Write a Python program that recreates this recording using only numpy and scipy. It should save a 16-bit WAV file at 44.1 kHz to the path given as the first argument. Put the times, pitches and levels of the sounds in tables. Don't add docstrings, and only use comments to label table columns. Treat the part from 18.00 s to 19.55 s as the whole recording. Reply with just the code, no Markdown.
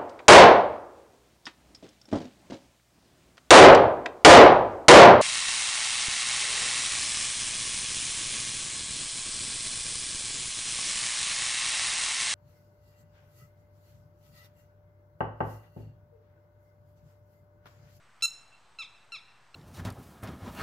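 import sys
import numpy as np
from scipy import signal
from scipy.fft import rfft, irfft, next_fast_len
from scipy.io import wavfile
from scipy.ndimage import uniform_filter1d

SR = 44100
rng = np.random.default_rng(int(sys.argv[2]) if len(sys.argv) > 2 else 0)


def how_loud(loudness_db):
    steps = np.asarray(loudness_db, float) / 20
    return 10 ** steps


def wrap_up_sound(samples):
    columns = np.atleast_2d(samples).T
    tamed = np.clip(columns, -1, 1)
    steps = np.round(tamed * 32767).astype(np.int16)
    wavfile.write(sys.argv[1], SR, steps)


N = 68355


def standing_note(t):
    # time_s, pitch_hz, swell_db
    contour = [
        (.2226, 1328, -3),
        (.229, 1334, 0),
        (.238, 1342, -.5),
        (.244, 1366, 0),
        (.250, 1350, 0),
        (.2605, 1352, 1.5),
    ]
    # multiple, level_db
    orders = [(1, -17), (2, -3.5), (3, 0), (4, -10), (5, -7.5), (6, -14), (7, -19), (8, -20), (9, -24),
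              (10, -30), (11, -32)]
    time_s, pitch_hz, swell_db = np.array(contour).T
    voice = stack(np.interp(t, time_s, pitch_hz), np.array(orders)[:, 1], spread_rad=.12)
    gain = how_loud(np.interp(t, time_s, swell_db) - 27)
    return voice * gain * gate(t, time_s[0], time_s[-1] - time_s[0])


def flight_notes(t):
    # start_s, length_s, pitch_hz, level_db, hold_s
    notes_in_flight = [
        (0.7867, .051, 1341, -37.5, .012),
        (1.1199, .051, 1368, -37.5, .011),
        (1.5432, .051, 1372, -41.5, .012),
    ]
    # freq_hz, level_db
    throat_curve = [(1000, -10), (1350, -13.5), (2100, -0.5), (2700, -1.5), (3500, -1), (4100, -5),
                    (5400, -12), (6800, -20.5)]
    fall_hz, fall_power, fade_db = 324, 1.8, -14.5
    slope_db_per_khz, darken_db = -2.7, -11

    pitch_hz, gain, slack = np.full(N, 1.), np.zeros(N), np.zeros(N)
    for start_s, length_s, note_hz, note_db, hold_s in notes_in_flight:
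        sag = np.clip((t - start_s - hold_s) / (length_s - hold_s), 0, 1) ** fall_power
        on = gate(t, start_s, length_s)
        pitch_hz = np.where(on > 0, note_hz - fall_hz * sag, pitch_hz)
        gain = gain + on * how_loud(note_db + fade_db * sag ** 1.33)
        slack = slack + (on > 0) * sag

    top_hz = throat_curve[-1][0]
    order_db = []
    for k in range(1, 12):
        f = k * pitch_hz
        throat_db = on_log(f, throat_curve) + slope_db_per_khz * np.maximum(f - top_hz, 0) / 1000
        order_db.append(throat_db + darken_db * max(k - 3, 0) * slack)
    return gain * stack(pitch_hz, order_db, spread_rad=.1)


def stack(pitch_hz, order_db, spread_rad):
    wobble_db, wobble_rate_hz, breath_db, breath_top_hz = 1.5, 260, -30.5, 5000
    unsteady = 1 + .004 * walk(500) + .005 * walk(2500)
    phase = 2 * np.pi * np.cumsum(pitch_hz * unsteady) / SR
    tone = 0
    for k, db in enumerate(order_db, 1):
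        waver_db = wobble_db * np.sqrt(k - .8) * walk(wobble_rate_hz)
        tone = tone + how_loud(db + waver_db) * np.cos(k * phase - spread_rad * k * k)
    hiss = signal.lfilter(*signal.butter(2, breath_top_hz, fs=SR), rng.standard_normal(N))
    breath = hiss * (1 + np.cos(phase))
    return np.sqrt(2) * (tone + how_loud(breath_db) * breath)


def gate(t, start_s, length_s):
    attack_s, release_s = .0012, .004
    opening = np.clip((t - start_s) / attack_s, 0, 1)
    closing = np.clip((start_s + length_s - t) / release_s, 0, 1)
    return opening * closing


def beak(t):
    # start_s, level_db, ring_hz
    ticks = [
        (.2095, -51, 3200),
        (.211, -52, 2200),
        (.2128, -52, 5000),
    ]
    decay_s = 0.00075
    out = 0
    for start_s, tick_db, ring_hz in ticks:
        age_s = np.maximum(t - start_s, 0)
        out = out + how_loud(tick_db) * 2 * np.exp(-age_s / decay_s) * np.sin(2 * np.pi * ring_hz * age_s)
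    return out


def from_bank(voice):
    # delay_s, level_db, smear_s, top_hz
    echoes = [
        (.0066, -16.5, .001, 14000),
        (0.0099, -12.5, 0.0011, 14000),
        (0.0367, -21.5, .001, 12100),
        (.060, -29, 0.0027, 8900),
        (0.0787, -27.5, 0.0017, 9000),
        (.108, -27.5, .003, 8900),
        (.141, -29.5, 0.0024, 8800),
        (0.297, -25.5, 0.0028, 3160),
        (0.329, -38, 0.0027, 3200),
    ]
    return space(voice, echoes, pan_db=-2, tail_db=-17.5, near_db=15.5, turned_db_per_khz=0)


def from_flight(voice):
    # delay_s, level_db, smear_s, top_hz
    echoes = [
        (0.0082, -18, 0.0011, 12000),
        (0.026, -21, 0.0028, 12000),
        (0.0313, -8.5, .0006, 9000),
        (.096, -31, .002, 9000),
        (.162, -26.5, .002, 9020),
        (.215, -25.5, .001, 3036),
    ]
    return space(voice, echoes, pan_db=-.2, tail_db=-11.5, near_db=2.5, turned_db_per_khz=-.8)


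def space(voice, echoes, pan_db, tail_db, near_db, turned_db_per_khz):
    # freq_hz, t60_s
    tail_t60 = [(1300, 0.7), (2700, 0.9), (4000, 0.81), (6800, 0.87), (10000, 0.66), (15000, 0.17)]
    scatter, tail_side, tail_rise_s, near_t60_s = .35, .5, 0.0041, 0.19
    echo_low_hz, port_lag_s = 1670, 1.2e-5
    size = next_fast_len(2 * N)
    hz, t = np.fft.rfftfreq(size, 1 / SR), np.arange(N) / SR
    lr = np.array([[.5], [-.5]])

    def pair():
        mid = rng.standard_normal(N)
        return mid + tail_side * 2 * lr * np.diff(rng.standard_normal(N + 1))

    out = np.ones((2, 1)) * how_loud(turned_db_per_khz * hz / 1000)
    for delay_s, echo_db, smear_s, top_hz in echoes:
        burst = scatter * unit(pair() * np.exp(-t / smear_s)) / np.sqrt(N) + (t == 0)
        high_cut = 1 / (1 + (hz / top_hz) ** 6)
        low_cut = 1 / (1 + (echo_low_hz / np.maximum(hz, 1)) ** 4)
        lag = np.exp(-2j * np.pi * hz * delay_s)
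        out = out + how_loud(echo_db) * high_cut * low_cut * rfft(burst, size) * lag
    out = out * how_loud(pan_db * lr) * np.exp(2j * np.pi * hz * port_lag_s * lr)

    tail, hiss = 0, pair() * (1 - np.exp(-t / tail_rise_s))
    for centre_hz in 500 * 2. ** np.arange(7):
        share = np.clip(1 - np.abs(np.log2(np.maximum(hz, 500) / centre_hz)), 0, 1)
        fade = how_loud(-60 * t / on_log(centre_hz, tail_t60)) + how_loud(near_db - 60 * t / near_t60_s)
        tail = tail + share * rfft(hiss * fade, size)
    out = out + how_loud(tail_db) * tail / np.sqrt(SR / 10)
    return irfft(out * rfft(voice, size), size)[:, :N]


def air():
    # freq_hz, density_db
    traffic = [(20, -9), (60, -7.5), (300, -12.5), (480, -12), (720, -5.5), (1300, -5.5), (6000, -22.5),
               (15500, -43)]
    # freq_hz, side_db
    side_curve = [(60, -8), (110, -21.5), (200, -18), (380, -25.5), (700, -23.5), (1290, -13.5),
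                  (2380, -10.5), (4400, -10), (8120, -12), (15000, 6)]
    # centre_hz, width_hz, level_db
    bands = [
        (105, 5.3, -84),
        (122.2, 14.3, -74.5),
        (160, 12, -85),
        (193.5, 29, -84.5),
        (8090, 580, -79.5),
        (14600, 2500, -92.5),
    ]
    traffic_db, flicker_db, drone_fade_db_per_s = -63, -1.06, -3.5
    hz, t = np.fft.rfftfreq(N, 1 / SR), np.arange(N) / SR
    side = how_loud(on_log(hz, side_curve)) * np.array([[1], [-1]])

    def noise(shape):
        mid = rfft(rng.standard_normal(N))
        return irfft(shape * (mid + side * rfft(rng.standard_normal(N))), N)

    wide = 0
    for centre_hz in 20 * 2 ** np.arange(0, 10, .5):
        share = np.cos(np.pi * np.clip(np.log2(np.maximum(hz, 1) / centre_hz), -.5, .5))
        wide = wide + noise(share * how_loud(on_log(hz, traffic))) * how_loud(flicker_db * walk(6.63))
    out = how_loud(traffic_db) * unit(wide)
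    for centre_hz, width_hz, band_db in bands:
        fade_db = (centre_hz < 150) * drone_fade_db_per_s * t
        resonance = 1 / (1 + ((hz - centre_hz) / width_hz * 2) ** 2)
        out = out + how_loud(band_db + 1.3 * walk(4) + fade_db) * unit(noise(resonance))
    return out


def unit(x):
    return x / np.sqrt(np.mean(x ** 2))


def walk(rate_hz):
    k = int(SR / rate_hz)
    held = np.repeat(rng.standard_normal(N // k + 1), k)
    return 1.3 * uniform_filter1d(uniform_filter1d(held, k), k)[:N]


def on_log(hz, table):
    table = np.array(table)
    return np.interp(np.log(np.maximum(hz, 1)), np.log(table[:, 0]), table[:, 1])


def scene():
    t = np.arange(N) / SR
    return from_bank(standing_note(t) + beak(t)) + from_flight(flight_notes(t)) + air()


def roll_off(x):
    return signal.sosfilt(signal.butter(12, 15830, fs=SR, output="sos"), x)


def record(dry):
    top_cut = signal.ellip(8, .2, 60, 15700, fs=SR, output="sos")
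    mix = signal.sosfilt(top_cut, dry) - .0008
    return roll_off(mix)


dry = scene()
out = record(dry)
wrap_up_sound(out)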